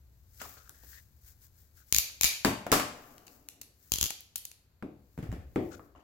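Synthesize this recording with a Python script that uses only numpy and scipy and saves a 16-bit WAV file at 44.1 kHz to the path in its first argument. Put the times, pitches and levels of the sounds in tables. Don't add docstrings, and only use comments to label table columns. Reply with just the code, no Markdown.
import sys
import numpy as np
from scipy import signal
from scipy.fft import rfft, irfft, next_fast_len
from scipy.io import wavfile

SR = 44100
rng = np.random.default_rng(int(sys.argv[2]) if len(sys.argv) > 2 else 0)


def materialize(psi):
    bounded = np.clip(np.atleast_2d(psi).T, -1, 1)
    quanta = np.round(bounded * 32767).astype(np.int16)
    wavfile.write(sys.argv[1], SR, quanta)


N = 266011
TIME = np.arange(N) / SR

# freq_hz, level_db
AIR_COLOUR = [(15, -38.5), (25, -19.5), (53, -1), (80, -2), (887, -21), (1610, -23.5), (3250, -31),
              (4490, -25.5), (5430, -33.5), (7310, -29), (8590, -39.5), (13200, -26.5), (16000, -35.5)]
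RUMBLE_COLOUR = [(20, -10), (40, -6), (62, 8.5), (100, 1.5), (170, -16), (300, -33.5), (800, -43),
                 (3000, -68)]
# time_s, relative_db
RUMBLE_LEVEL = [(0.0, -60), (0.54, -60.5), (2.77, -64), (3.06, -73.5), (4.64, -69), (5.17, -64.5),
                (5.39, -50.5), (6.03, -65.5)]
# peak_s, level_db, half_length_s
SWISHES = [(0.458, -50.5, .085), (0.655, -66.5, 0.26), (1.1, -70, 1.4), (0.919, -53.5, 0.081),
           (1.284, -56, 0.042), (1.441, -58, 0.03), (1.608, -63.5, 0.046), (1.786, -61, 0.033),
           (1.922, -60, 0.06), (3.087, -60, 0.14), (3.339, -61.5, 0.077), (3.498, -70.5, 0.074),
           (3.876, -61, 0.1), (5.236, -70.5, 0.23), (5.7, -63.5, 0.16)]
# freq_hz, level_db
RUB_COLOUR = [(200, -11.5), (1000, -10.5), (1600, 0.5), (2800, -11), (5000, 0.5), (7300, 3), (9000, -6.5),
              (12500, 5), (16000, 6)]
# start_s, length_s, level_db, from_hz, to_hz
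SCRAPES = [(0.395, 0.052, -46.5, 1550, 1124), (0.465, 0.24, -64.5, 1130, 1480),
           (0.573, .012, -63, 4320, 4430), (0.738, 0.23, -70.5, 1680, 1795), (0.93, 0.056, -58, 1700, 1850),
           (1.77, 0.057, -68.5, 1500, 1486), (5.71, 0.052, -56, 1400, 1430),
           (5.953, 0.12, -76.5, 2900, 2870)]
# start_s, relative_db, length_s, tilt_db_per_octave
TICKS = [(0.401, -25, 0.0017, -5), (0.694, -17.5, 0.0015, 3.5), (3.181, -26, 0.0014, -2.5),
         (3.266, -23.5, 0.01, -1.5), (3.279, -24, 0.0033, -3.5), (3.4875, -12, 0.00043, 0),
         (3.6135, -12, 0.0068, 0.5), (3.63, -28, 0.0058, -2.5), (4.104, -4.5, 0.0046, -1),
         (4.206, -17, 0.0025, 11), (4.357, -1, 0.006, 2.5), (4.38, -11.5, .002, 12),
         (4.4515, -8.5, 0.0046, 1.5), (4.515, -20.5, 0.0019, -1)]
# freq_hz, level_db
TICK_COLOUR = [(100, -12), (1200, -16), (3000, -2), (7000, 7.5), (8800, 1.5), (12000, 3.5), (16000, -0.5)]
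# pitch_hz, level_db, t60_s
LINK_MODES = [(2900, 3, .006), (4750, 0, .005), (6550, -2, .006)]
# start_s, level_db, contact_hz, treble_db_per_octave, room_db
BLOWS = [(0.416, -12, 1320, 0, -3), (.457, -23, 754, -4, -14), (0.5705, -27.5, 1400, -8, -28),
         (.694, -29, 1430, -20, -4), (.835, -30, 513, -2.5, -10), (2.098, -29.5, 1770, -13, -9),
         (2.448, 2, 1040, 0, 4.5), (2.4524, 10, 239, -3, -10), (2.666, -3.5, 700, -4, -2.5),
         (2.7174, 7, 305, 3.5, 4), (2.7256, 11.5, 1140, -20.5, -2.5), (2.798, -2, 1283, -2, -2.5),
         (4.107, -14.5, 850, 5, -15), (4.8247, -16.5, 1403, -11, -13), (4.8255, -5.5, 290, -6.5, 0.5),
         (5.177, -8, 156.3, -3.5, -21.5), (5.18, -33, 1915, -16.5, -6), (5.188, -6.5, 98, -3, -4.5),
         (5.227, -7, 150, -3.5, 0), (5.231, -28, 2000, -14, -13), (5.29, -0.5, 62, -9, -10),
         (5.317, -24, 1850, -4, -4.5), (5.326, -6.5, 170, -3, -2.5), (5.559, -7, 1520, -13.5, -11),
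         (5.5599, 6, 354, -7, 2), (5.795, -20, 1214, -21, -4), (5.951, -26.5, 980, -13, 4)]
# pitch_hz, level_db, t60_s
BENCH_MODES = [(62, -7, 0.39), (95.7, -9.5, 0.17), (111, -1, 0.15), (190, -10.5, 0.1), (276.4, -1, 0.33),
               (283.6, 1, 0.12), (379, -17.5, 0.032), (416, -9.5, 0.13), (724, -11.5, .04),
               (986, -10, 0.028), (1630, -28, 0.063)]
# freq_hz, level_db
BENCH_COLOUR = [(35, -16), (70, 3.5), (130, 1), (265, 2.5), (420, -1.5), (750, -8), (1100, -11),
                (1700, -11.5), (2600, -17.5), (4000, -25), (5500, -22), (7400, -18), (9000, -28),
                (16000, -23)]
# freq_hz, t60_s
BENCH_T60 = [(100, 0.68), (400, 0.17), (1500, 0.025), (5000, 0.038), (14000, 0.022)]
# freq_hz, level_db
ROOM_COLOUR = [(50, 0), (200, -8), (600, -3), (3000, 2.5), (5000, 3.5), (6700, -3), (9000, 1), (12000, 3.5),
               (16000, -3.5)]
# freq_hz, t60_s
ROOM_T60 = [(100, 0.21), (400, 0.69), (1200, 0.39), (3000, 0.48), (7000, 0.42), (14000, 0.19)]
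# start_s, relative_db
SNAPS = [(1.9244, 7), (1.946, 6), (1.9631, 4.5), (1.9839, 8), (2.2105, 3.5), (2.2332, 6), (2.2424, 6),
         (2.2471, 4), (3.9189, 3.5), (3.9373, 1.5), (3.9576, -5.5), (3.9847, -4), (4.0111, 3), (4.0277, 4),
         (4.0395, -1.5), (4.0487, -6), (4.0575, -6), (4.0645, -8.5), (4.3567, -15)]
# start_s, frame_hz, frame_db, steel_db, recoil_db, relative_room_db
STROKES = [(1.9, 2380, -10, -10, -19.5, -1), (2.2, 2413, -7.5, -10.5, -21, 2),
           (2.24, 2400, -7, -20, -16.5, 5), (3.9, 3200, -6, -31.5, -15, -1.5),
           (4.3, 2930, -2, -22, -34, -0.5)]
# freq_hz, level_db
STEEL_COLOUR = [(100, -24.5), (400, -26.5), (1200, -28), (2200, -11.5), (4400, 0.5), (5400, -2.5),
                (6200, 4), (7100, 6), (8300, -8), (10500, -3.5), (12200, -1.5), (14000, 0), (16000, -5.5)]
# start_s, level_db
CLINKS = [(2.4478, 3), (2.7175, -6.5)]
# pitch_hz, level_db, t60_s
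FITTING_MODES = [(1536, -0.5, 0.0082), (2100, -11, 0.02), (3900, -5.5, 0.012), (4700, -0.5, 0.0091),
                 (6316, -12.5, .008)]
# freq_hz, correlation
MIC_LIKENESS = [(60, .93), (280, 0.96), (600, 0.54), (1200, 0), (16000, 0.024)]
# freq_hz, gain_db
RIGHT_MIC_COLOUR = [(100, -2.5), (300, -4.5), (650, -6.5), (1300, -5.5), (2800, 0), (5500, -3), (9500, -1),
                    (14000, -0.5)]


def from_db(db):
    return 10 ** (np.asarray(db) / 20)


def unit(x):
    return x / np.sqrt(np.sum(x ** 2, axis=-1, keepdims=True) + 1e-20)


def at_hz(points, hz):
    freqs, values = np.transpose(points)
    return np.interp(np.log(np.maximum(hz, 1)), np.log(freqs), values)


def coloured(x, spectrum):
    n = 2 * next_fast_len(x.shape[-1] * 2 // 3 + 1)
    gain = from_db(at_hz(spectrum, np.fft.rfftfreq(n, 1 / SR)))
    cepstrum = irfft(np.log(gain), n)
    cepstrum[1:n // 2] *= 2
    cepstrum[n // 2 + 1:] = 0
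    return irfft(rfft(x, n) * np.exp(rfft(cepstrum)), n)[..., :x.shape[-1]]


def diffuse(size):
    n = next_fast_len(size)
    alike = np.clip(at_hz(MIC_LIKENESS, np.fft.rfftfreq(n, 1 / SR)), -1, 1)
    mid, side = rfft(rng.standard_normal((2, n)))
    pair = np.sqrt((1 + alike) / 2) * mid + np.sqrt((1 - alike) / 2) * side * [[1], [-1]]
    return irfft(pair, n)[:, :size]


def steady(spectrum):
    return unit(coloured(diffuse(N), spectrum)) * np.sqrt(N)


def dense_modes(t60_table, size):
    t, hz = np.arange(size) / SR, np.fft.rfftfreq(size, 1 / SR)
    noise, out = rfft(diffuse(size)), 0
    centres = np.geomspace(62.5, 16000, 9)
    for centre, pick in zip(centres, np.eye(len(centres))):
        share = np.interp(hz, centres, pick)
        band = irfft(noise * share, size) * from_db(-60 * t / at_hz(t60_table, centre))
        out = out + unit(band) * np.sqrt(share.mean())
    return unit(out)


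def mode(hz, t60, size):
    t = np.arange(size) / SR
    return unit(np.sin(2 * np.pi * hz * t) * from_db(-60 * t / t60))


def crack(length_s, size):
    t = np.arange(size) / SR / max(length_s, 1e-4)
    swell = t * np.exp(-np.pi * t)
    spectrum = rfft(rng.standard_normal((2, size)) * swell)
    even = irfft(spectrum / (np.abs(spectrum) + 1e-12), size)
    return unit(even * np.sqrt(swell))


def rung(burst, modes):
    return unit(signal.fftconvolve(burst, modes[None])[:, :len(modes)])


def stick_slip(spread_db, count):
    times = np.linspace(0, TIME[-1], count)
    return from_db(spread_db * np.interp(TIME, times, rng.standard_normal(count)))


def add(track, start_s, sound):
    i = round(start_s * SR)
    track[:, i:i + sound.shape[-1]] += sound[..., :N - i]


def placed(x, left_db, lag_s=0):
    right = np.interp(TIME - lag_s, TIME, x[1])
    return np.array([x[0] * from_db(left_db / 2), right * from_db(-left_db / 2)])


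def room_tone(air_db=-69.5):
    rumble_db = 1.5 + np.interp(TIME, *np.transpose(RUMBLE_LEVEL))
    rumble = from_db(rumble_db) * steady(RUMBLE_COLOUR)
    return placed(rumble, left_db=0.5) + from_db(air_db) * steady(AIR_COLOUR)


def rubbing():
    moves = sum(from_db(db) * np.exp(-((TIME - peak_s) / half_s) ** 2) for peak_s, db, half_s in SWISHES)
    return placed(moves * stick_slip(1.9, count=2400) * steady(RUB_COLOUR), left_db=6.5)


def scraping(width_hz=300, attack_s=0.009, release_s=0.023, sag_db=-7, grit_db=-3.5):
    lowpass = signal.butter(2, width_hz / 2, fs=SR, output="sos")
    narrow = unit(signal.sosfilt(lowpass, rng.standard_normal((2, N))))
    grit = steady([(150, -7), (500, -7), (1500, 14), (3000, 11.5), (7000, 16), (16000, -23)])
    out = 0
    for start_s, length_s, level_db, from_hz, to_hz in SCRAPES:
        age = TIME - start_s
        progress = np.clip(age / length_s, 0, 1)
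        pressed = np.clip(age / attack_s, 0, 1) * np.clip(1 - (age - length_s) / release_s, 0, 1)
        gain = pressed * from_db(level_db + sag_db * progress)
        hz = from_hz + (to_hz - from_hz) * progress
        resonance = narrow * np.cos(2 * np.pi * np.cumsum(hz) / SR) * np.sqrt(2 * N)
        out = out + gain * (resonance + from_db(grit_db) * grit)
    return placed(out * stick_slip(5.2, count=900), left_db=9.5)


def linkage_ticks(room_db=-8.5, size=4096):
    direct = np.zeros((2, N))
    for start_s, level_db, length_s, tilt in TICKS:
        colour = [(hz, db + tilt * np.log2(hz / 1000)) for hz, db in TICK_COLOUR]
        burst = crack(length_s, size)
        links = sum(from_db(db) * mode(hz * rng.uniform(0.92, 1.08), t60, size)
                    for hz, db, t60 in LINK_MODES)
        ringing = from_db(-10 - 2.5 * tilt) * rung(burst, links)
        tick = unit(unit(coloured(burst, colour)) + ringing)
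        add(direct, start_s, from_db(level_db - 3) * tick)
    return placed(direct, left_db=2), from_db(room_db) * direct


def bench_blows(bass_db_per_octave=-6, size=12288):
    direct, to_room = np.zeros((2, 2, N))
    blended = unit(coloured(signal.unit_impulse(size), BENCH_COLOUR))
    for start_s, level_db, contact_hz, treble_slope, room_db in BLOWS:
        main = unit(sum(from_db(db + rng.normal(0, 1)) * (-1) ** k * mode(hz, t60, size)
                        for k, (hz, db, t60) in enumerate(BENCH_MODES)))
        small = dense_modes(BENCH_T60, size) + from_db(-6) * crack(0.0016, size)[0]
        small = unit(coloured(small, BENCH_COLOUR))
        contact = [(contact_hz / 16, 4 * bass_db_per_octave), (contact_hz, 0),
                   (6000, treble_slope * np.log2(6000 / contact_hz))]
        favoured = from_db(-5) * mode(contact_hz, 10 / contact_hz, size)
        for track, body, path_db in [(direct, small, 0), (to_room, blended, room_db)]:
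            wood = unit(coloured(body + from_db(-8) * main, contact))
            add(track, start_s, from_db(level_db + path_db) * unit(wood + favoured))
    return placed(direct, left_db=-2.5), to_room


def workshop_echoes(to_room, first_echo_s=0.0042, build_up_s=0.0046, shift_hz=11, patterns=3, size=SR):
    t, out = np.arange(size) / SR, 0
    onset = np.clip((t - first_echo_s) / build_up_s, 0, 1) + 0.18
    tail = from_db(-16.5) * dense_modes([(200, 3.9), (1200, 1.3), (5000, 0.66), (14000, 0.5)], size)
    for k in range(patterns):
        share = np.sqrt(2 / patterns) * np.cos(np.pi * (shift_hz * TIME + k / patterns))
        response = coloured(unit((dense_modes(ROOM_T60, size) + tail) * onset), ROOM_COLOUR)
        out = out + signal.fftconvolve(to_room[:1] * share, response, axes=1)[:, :N]
    return placed(out, left_db=-0.6)


def ratchet_snaps(frame_cycles=17, jaw_hz=6965, jaw_db=-5.5, size=6144):
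    direct, to_room, jolt = np.zeros((3, 2, N))
    jaw = from_db(jaw_db) * mode(jaw_hz, t60=0.01, size=size)
    recoil = 0.5 * mode(210, 0.0025, size) - 0.73 * mode(66, 0.073, size)
    for start_s, level_db in SNAPS:
        stroke = [row for row in STROKES if row[0] <= start_s + 0.004][-1]
        _, frame_hz, frame_db, steel_db, recoil_db, room_db = stroke
        burst = crack(0.0023, size)
        frame_modes = mode(frame_hz, frame_cycles / frame_hz, size) + jaw
        frame = from_db(frame_db - 1) * rung(burst, frame_modes)
        steel = unit(sum(rng.uniform(0.5, 1) * mode(hz, t60, size)
                         for hz, t60 in [(12110, 0.03), (12215, 0.046), (12320, 0.04), (12570, 0.0087)]))
        snap = unit(coloured(burst, STEEL_COLOUR)) + frame + from_db(steel_db) * steel
        add(direct, start_s, from_db(level_db - 0.5) * snap)
        add(to_room, start_s, from_db(level_db + room_db - 6.5) * snap)
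        add(jolt, start_s, from_db(level_db + recoil_db) * recoil)
    jolt = signal.sosfilt(signal.butter(1, 300, fs=SR, output="sos"), jolt)
    return placed(direct, left_db=2, lag_s=0.00069) + placed(jolt, left_db=16.5), to_room


def fitting_clinks(room_db=-13, size=4096):
    direct = np.zeros((2, N))
    brass = sum(from_db(db) * mode(hz, t60, size) for hz, db, t60 in FITTING_MODES)
    for start_s, level_db in CLINKS:
        add(direct, start_s, from_db(level_db) * rung(crack(0.0018, size), brass))
    return placed(direct, left_db=0.5), from_db(room_db) * direct


def scene():
    direct, to_room = np.sum([ratchet_snaps(), linkage_ticks(), bench_blows(), fitting_clinks()], axis=0)
    return direct + workshop_echoes(to_room) + rubbing() + scraping() + room_tone()


def record(dry, cutoff_hz=15900):
    pair = np.array([dry[0], coloured(dry[1], RIGHT_MIC_COLOUR)])
    return signal.sosfilt(signal.ellip(10, 0.1, 90, cutoff_hz, fs=SR, output="sos"), pair)


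dry = scene()
out = record(dry)
materialize(out)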